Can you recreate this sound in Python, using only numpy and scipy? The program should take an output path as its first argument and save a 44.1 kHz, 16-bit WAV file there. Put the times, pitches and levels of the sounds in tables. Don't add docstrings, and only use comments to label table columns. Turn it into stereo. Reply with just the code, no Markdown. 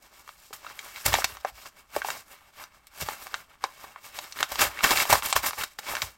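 import sys
import numpy as np
from scipy import signal
from scipy.fft import rfft, irfft
from scipy.io import wavfile
from scipy.ndimage import uniform_filter1d

SR = 44100
rng = np.random.default_rng(int(sys.argv[2]) if len(sys.argv) > 2 else 0)


def master(y):
    cut = np.clip(np.atleast_2d(y).T, -1, 1)
    pcm = np.round(cut * 32767)
    wavfile.write(sys.argv[1], SR, pcm.astype(np.int16))


N = 272097
T = np.arange(N) / SR

# pitch_hz, relative_level_db (per Hz)
AIR_SPECTRUM = [(20, -3.5), (55, 2.5), (110, -8.5), (250, -10.5), (600, -22), (1200, -11), (3000, -45),
                (8000, -18), (16000, -32)]
# middle_s, length_s, relative_hiss_db, sheet_over_hiss_db
RUBS = [(0.055, 0.063, -55.5, -2), (0.186, 0.11, -50.5, -1.5), (0.295, 0.08, -51.5, -2.5),
        (0.447, 0.18, -53, -20), (0.683, .12, -48, 2), (0.836, 0.21, -48, -2.5), (0.981, 0.14, -41.5, -5),
        (1.275, 0.23, -44, -3), (1.483, 0.037, -41, -0.5), (1.6, 0.13, -48, -5), (1.673, 0.042, -47, 1),
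        (1.791, 0.054, -49, -0.5), (1.97, 0.086, -38.5, -1.5), (2.087, 0.087, -34.5, -4),
        (2.16, .11, -43, -2), (2.327, 0.1, -48.5, 1), (2.473, 0.18, -63, 1.5), (2.612, .1, -46, 1),
        (2.76, 0.054, -57, 1.5), (2.975, .1, -48.5, -1.5), (3.105, 0.099, -38, -1), (3.23, .1, -39, -6),
        (3.342, 0.17, -47, 0), (3.522, .07, -63.5, 8.5), (3.654, 0.068, -47.5, 2), (3.83, 0.24, -51, 2),
        (4.055, 0.069, -42, -6.5), (4.175, 0.066, -37, -3), (4.263, 0.28, -45.5, -3),
        (4.409, 0.1, -38.5, -0.5), (4.539, 0.094, -38.5, -2.5), (4.777, 0.14, -44, 4.5),
        (5.51, 0.31, -42.5, -8.5), (5.917, 0.14, -35, 0.5), (6.026, 0.15, -39, -4.5)]
# peak_s, relative_hiss_db, rise_s, fall_s, sheet_over_hiss_db
RIPS = [(.026, -46.5, .002, 0.0046, -13), (.532, -33, .0007, 0.024, -8), (1.063, -8.5, .0034, 0.0038, -8),
        (1.082, -23, 0.011, 0.0083, -3), (1.2434, -16.5, 0.00057, .0045, -1.5),
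        (1.964, -26.5, .0032, .0076, -4.5), (2.87, -42.5, .001, 0.0064, -22),
        (4.408, -27.5, .0036, 0.0024, 5), (4.52, -27, .004, .013, -2.5), (4.615, -15, 0.01, 0.013, -3.5),
        (4.843, -18.5, .005, 0.012, 2.5), (4.875, -21, .004, .0044, -4), (4.965, -23, .004, 0.0061, -7),
        (5.105, -19, .003, .014, -2), (5.128, -9.5, 0.0026, 0.0049, -4.5), (5.26, -22.5, .0013, 0.0056, -8),
        (5.363, -16.5, 0.0049, 0.015, -4), (5.467, -23, .005, .014, -16), (5.637, -21, .0007, .005, -4),
        (5.79, -27.5, 0.0019, 0.0043, -3), (6.021, -21, .0025, .007, -5)]
# pitch_hz, relative_level_db (per Hz)
FIBRE_SPECTRUM = [(500, -24), (1500, -6.5), (2600, -1), (4000, -0.5), (5200, 3), (6600, -1), (8000, 1),
                  (10000, -4.5), (11300, -3), (12300, -0.5), (14000, -2), (16000, -4)]
# pitch_hz, relative_level_db (per Hz)
SHEET_SPECTRUM = [(100, -22), (260, -12), (480, -12.5), (590, -4.5), (800, -5), (1100, -2), (1400, -1.5),
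                  (2200, -4.5), (3000, -8), (6000, -18), (16000, -70)]
# pitch_hz, width_hz, relative_level_db
BAG_RESONANCES = [(413, 43, 0.5), (590, 59, 0.5), (780, 115, -4.5), (1100, 220, -3), (1576, 14, -4.5),
                  (2250, 70, -2), (3060, 96, -21), (3670, 75, -19)]
# start_s, relative_level_db, pitch_hz, relative_crack_db
BUCKLES = [(.277, -42.5, 1100, -10), (.291, -37, 1240, -15), (.507, -45, 443, -17), (.529, -39, 1350, -5),
           (.647, -39, 1100, -12), (.6655, -32.5, 1370, -26), (.7, -41.5, 1390, -13),
           (.791, -31.5, 2190, -4), (0.9605, -36.5, 2220, -11), (1.1305, -24, 1810, -6),
           (1.1402, -14, 700, -3.5), (1.152, -18.5, 1840, -20), (1.1858, -23, 724, -18),
           (1.221, -28, 1450, -17), (1.2432, -23.5, 710, -8), (1.2439, -17.5, 2750, -6),
           (1.37, -38, 1100, -6.5), (1.4484, -18.5, 756, -20), (1.9637, -19.5, 594, -13),
           (2.0184, -24, 1540, -17), (2.0472, -25.5, 900, -15), (2.0861, -25.5, 965, -20),
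           (2.103, -25.5, 1550, -1), (2.639, -40, 1390, -2.5), (3.024, -30.5, 554, -10),
           (3.087, -22.5, 880, -11), (3.2684, -34, 1070, -8.5), (3.3421, -22.5, 1480, -7.5),
           (3.6398, -16.5, 1006, -10.5), (3.8474, -41, 1050, -16), (3.96, -35, 1036, -28),
           (4.1886, -30.5, 950, 0.5), (4.3239, -37, 4370, 0.5), (4.389, -31, 1740, -4.5),
           (4.4286, -15, 1450, -5), (4.5568, -30, 1090, -2.5), (4.7735, -34, 1870, -26),
           (4.7903, -30, 2190, -10), (4.807, -26.5, 1370, -20), (4.8405, -14.5, 1850, -3),
           (4.8915, -23, 2110, -14), (4.908, -19.5, 2130, -3), (4.9732, -19, 2230, -5.5),
           (5.001, -19, 2150, -22), (5.0535, -25, 950, -12), (5.1275, -11.5, 900, -14),
           (5.136, -17, 1060, -22), (5.154, -17, 1070, -23), (5.2236, -29.5, 1140, -5),
           (5.3269, -16.5, 1054, 0), (5.3635, -14, 1074, -27), (5.4645, -24, 1120, -12),
           (5.5083, -30, 1170, -6), (5.5326, -30, 1090, -10.5), (5.6355, -26, 1610, -14),
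           (5.788, -30, 1770, -8), (5.952, -24.5, 1770, -4), (5.9678, -24.5, 1560, -12),
           (6.0193, -25, 1970, 1)]
# start_s, relative_level_db, reach_hz (modes well above it are hardly stirred)
BUMPS = [(1.057, -25, 120), (1.089, -27, 100), (1.128, -31, 130), (1.234, -43, 89), (1.319, -43, 70),
         (1.52, -46.5, 60), (1.963, -47, 80), (3.017, -32.5, 320), (4.518, -41, 80), (4.612, -39, 130),
         (4.668, -39, 90), (5.12, -28, 110), (5.353, -31.5, 101), (5.584, -43, 100), (5.909, -43, 90),
         (6.029, -36, 110)]
# pitch_hz, weight (plain gain), decay_s (time to fall to 1/e)
TABLE_MODES = [(56.6, 0.35, 0.046), (91.5, 1.0, 0.022), (129.4, 0.86, 0.018), (159, .8, 0.017),
               (235, 0.24, .009)]
# start_s, length_s, relative_hiss_db, sheet_over_hiss_db
TEARS = [(1.059, 0.14, -27, -2.5), (3.01, 0.017, -30.5, -5), (4.596, 0.068, -24, 0.5),
         (4.837, 0.12, -22.5, -3.5), (4.96, 0.069, -21.5, -3), (5.047, 0.024, -34, -2.5),
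         (5.101, .07, -21, -3), (5.233, 0.071, -27.5, -5.5), (5.433, 0.059, -27.5, -5.5),
         (5.584, .04, -31, -2)]

HOLD_DB, HOLD_SHEET_DB = -69, 6
RUB_STEEPNESS = 1.96
GRIP_DB, GRIP_PER_S = 2.04, 55
RING_CYCLES = 1.16
RING_HALVED_DB = 25
TEAR_ATTACK_S, TEAR_RELEASE_S = 0.0069, 0.018
TEAR_SAG_DB_PER_S = 42
TOP_HZ = 15950


def undb(db):
    return 10 ** (np.asarray(db) / 20)


def unit(x):
    return x / np.sqrt(np.mean(x ** 2))


def add(track, start_s, sound):
    i = max(int(start_s * SR), 0)
    track[..., i:i + sound.shape[-1]] += sound[..., :N - i]


def convolve(x, response):
    full = signal.fftconvolve(np.atleast_2d(x), np.atleast_2d(response), axes=-1)
    return full[:, :x.shape[-1]]


def colour(x, points, size=2048):
    hz, db = np.transpose(points)
    grid_hz = np.fft.rfftfreq(size, 1 / SR)
    gain = undb(np.interp(np.log(grid_hz + 1), np.log(hz), db))
    cepstrum = irfft(np.log(gain))[:size // 2]
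    cepstrum[1:] *= 2
    response = irfft(np.exp(rfft(cepstrum, size)))
    return convolve(x, response / np.linalg.norm(response))


def band(x, lo_hz, hi_hz):
    edges = [lo_hz, min(hi_hz, SR / 2 - 1)]
    return signal.sosfilt(signal.butter(2, edges, "band", fs=SR, output="sos"), x)


def walk(rate):
    size = int(SR / rate)
    steps = np.repeat(rng.standard_normal(N // size + 1), size)[:N]
    return unit(uniform_filter1d(steps, size))


def still_air():
    shared = rng.standard_normal(N)
    separate = rng.standard_normal((2, N))
    return colour(shared + 0.54 * separate, AIR_SPECTRUM)


def rub_strokes():
    strokes = []
    for middle, length, db, sheet_db in RUBS:
        distance = np.minimum(abs(2 * (T - middle) / length), 10)
        strokes.append((np.exp(-distance ** RUB_STEEPNESS), db, sheet_db))
    return strokes


def rip_strokes():
    strokes = []
    for peak, db, rise, fall, sheet_db in RIPS:
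        fade = np.maximum((peak - T) / rise, (T - peak) / fall)
        strokes.append((np.exp(-np.minimum(fade, 20)), db, sheet_db))
    return strokes


def handling():
    hold = [(1, HOLD_DB, HOLD_SHEET_DB)]
    strokes = hold + rub_strokes() + rip_strokes() + tear_strokes()
    hiss_power = sum((shape * undb(db)) ** 2 for shape, db, _ in strokes)
    body_power = sum((shape * undb(db + sheet_db)) ** 2 for shape, db, sheet_db in strokes)
    grip = undb(GRIP_DB * walk(GRIP_PER_S))
    return grip * np.sqrt(hiss_power), grip * np.sqrt(body_power)


def clicks(rate, spread_db, width):
    chance = np.minimum(rate / SR, 1)
    size = undb(spread_db * np.minimum(rng.standard_exponential(N), 4))
    happens = rng.random(N) < chance
    sign = rng.choice([-1, 1], N)
    train = unit(happens * size * sign / np.sqrt(chance))
    side = width * rng.standard_normal(N)
    return train * np.array([1 + side, 1 - side]) / np.sqrt(1 + width ** 2)


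def crinkles(body, rate, spread_db, count=1200):
    out, t = np.zeros((2, N)), np.arange(SR // 50) / SR
    when, keep, pitch, size, place = rng.random((count, 5)).T
    start = when * T[-1]
    hz = 800 * 4.0 ** pitch
    gain = np.interp(start, T, body) * undb(spread_db * (size ** 2 - 0.5)) * np.sqrt(hz / 1000)
    for k in np.flatnonzero(keep < rate * T[-1] / count):
        ring = gain[k] * np.sin(2 * np.pi * hz[k] * t) * np.exp(-t * hz[k] / 1.98)
        add(out, start[k], np.outer([1 + place[k], 2 - place[k]], ring))
    return out


def bending(x, depth_db, count=9):
    out, rest = 0, x
    for hz in np.geomspace(600, 12000, count):
        low = signal.sosfiltfilt(signal.butter(2, hz, fs=SR, output="sos"), rest)
        out = out + low * undb(depth_db * walk(28))
        rest = rest - low
    return out + rest


def tearing():
    hiss, body = handling()
    effort = (hiss / undb(-40)) ** .15
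    fibres = colour(hiss * clicks(14000 * effort, spread_db=4.0, width=0.93), FIBRE_SPECTRUM)
    sheet = colour(body * clicks(4000 * effort, spread_db=3.5, width=0.31), SHEET_SPECTRUM)
    strain = np.minimum(body / undb(-30), 1) ** .2
    creases = crinkles(body * strain, rate=130, spread_db=11)
    flex = (hiss * body) ** 0.43 * unit(band(rng.standard_normal(N), 42, 125))
    crackle = bending(undb(-0.44) * fibres + undb(-2.5) * sheet, depth_db=2.5)
    return crackle + undb(3.0) * creases + undb(-29) * flex


def hollow(x):
    t = np.arange(SR // 10) / SR
    ring = 0
    for hz, width, db in BAG_RESONANCES:
        strength = undb(db) * 2 * np.pi * width / SR
        ring = ring + strength * np.exp(-np.pi * width * t) * np.cos(2 * np.pi * hz * t)
    return undb(-2.5) * (x + 0.75 * convolve(x, ring))


def room(x):
    t = np.arange(SR // 2) / SR
    out = x
    layers = [(.0015, .04, -8, 1860, 11300, 1), (.006, .22, -19, 280, 9000, 0.87)]
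    for delay, t60, db, lo_hz, top_hz, width in layers:
        mid, side = rng.standard_normal((2, len(t)))
        noise = band(np.array([mid + width * side, mid - width * side]), lo_hz, top_hz)
        echoes = noise * (t > delay) * np.exp(-np.log(1000) * t / t60)
        out = out + undb(db) * convolve(x, unit(echoes) / np.sqrt(len(t)))
    return out


def buckling():
    out, t = np.zeros((2, N)), np.arange(SR // 16) / SR
    for start, db, hz, crack_db in BUCKLES:
        cycles = np.clip(RING_CYCLES * 2 ** (-crack_db / RING_HALVED_DB), .5, 10)
        ring = np.sin(2 * np.pi * hz * t) * np.exp(-t * hz / cycles)
        for ratio, gain in [(.65, 0.2), (1.75, 0.69), (2.7, 0.66)]:
            mode_hz = hz * ratio * (1 + 0.11 * rng.standard_normal())
            mode = np.sin(2 * np.pi * mode_hz * t) * np.exp(-t * mode_hz / 1.34)
            ring = ring + gain * rng.choice([-1, 1]) * mode
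        onset = 1 - np.exp(-t / (0.000081 * cycles))
        ring = band(ring * onset, 0.63 * hz, 7400)
        noise = rng.standard_normal(len(t)) + 0.7 * rng.standard_normal((2, len(t)))
        crack = band(noise, 2180, 7300) * (np.exp(-t / 0.001) + 0.16 * np.exp(-t / 0.0051))
        creases = band(rng.standard_normal(len(t)), 0.58 * hz, 1.96 * hz) * np.exp(-t / 0.0068)
        snap = unit(ring) + .5 * unit(creases) + undb(crack_db + 4.0) * unit(crack)
        add(out, start, undb(db - 14.5) * snap)
    return out


def tear_strokes():
    strokes = []
    for start, length, db, sheet_db in TEARS:
        before = np.maximum(start - T, 0) / TEAR_ATTACK_S
        after = np.maximum(T - start - length, 0) / TEAR_RELEASE_S
        sag = undb(-TEAR_SAG_DB_PER_S * np.clip(T - start, 0, length))
        strokes.append((sag * np.exp(-np.minimum(before + after, 20)), db, sheet_db))
    return strokes


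def bumps():
    out, t = np.zeros(N), np.arange(SR // 5) / SR
    for start, db, reach_hz in BUMPS:
        modes = 0
        for hz, weight, decay in TABLE_MODES:
            stirred = weight * np.exp(-(hz / reach_hz) ** 2)
            tone = np.sin(2 * np.pi * (hz * t + rng.random()))
            modes = modes + stirred * tone * np.exp(-t / decay)
        onset = 1 - np.exp(-t / 0.0034)
        add(out, start, undb(db - 17) * unit(modes * onset))
    return out


def scene():
    paper = room(hollow(tearing() + buckling()))
    return paper + bumps() + undb(-68.5) * still_air()


def record(dry, count=2):
    left = dry[0] * undb(1.5)
    right = np.pad(dry[1], (count, 0))[:N] * undb(1.2)
    left_port = left - 0.14 * band(left, 11500, 14000)
    right_port = right + .5 * band(right, 10800, 14800)
    limited = np.clip(np.array([left_port, right_port]), -1, 1)
    return signal.sosfilt(signal.ellip(10, .1, 80, TOP_HZ, fs=SR, output="sos"), limited)


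dry = scene()
out = record(dry)
master(out)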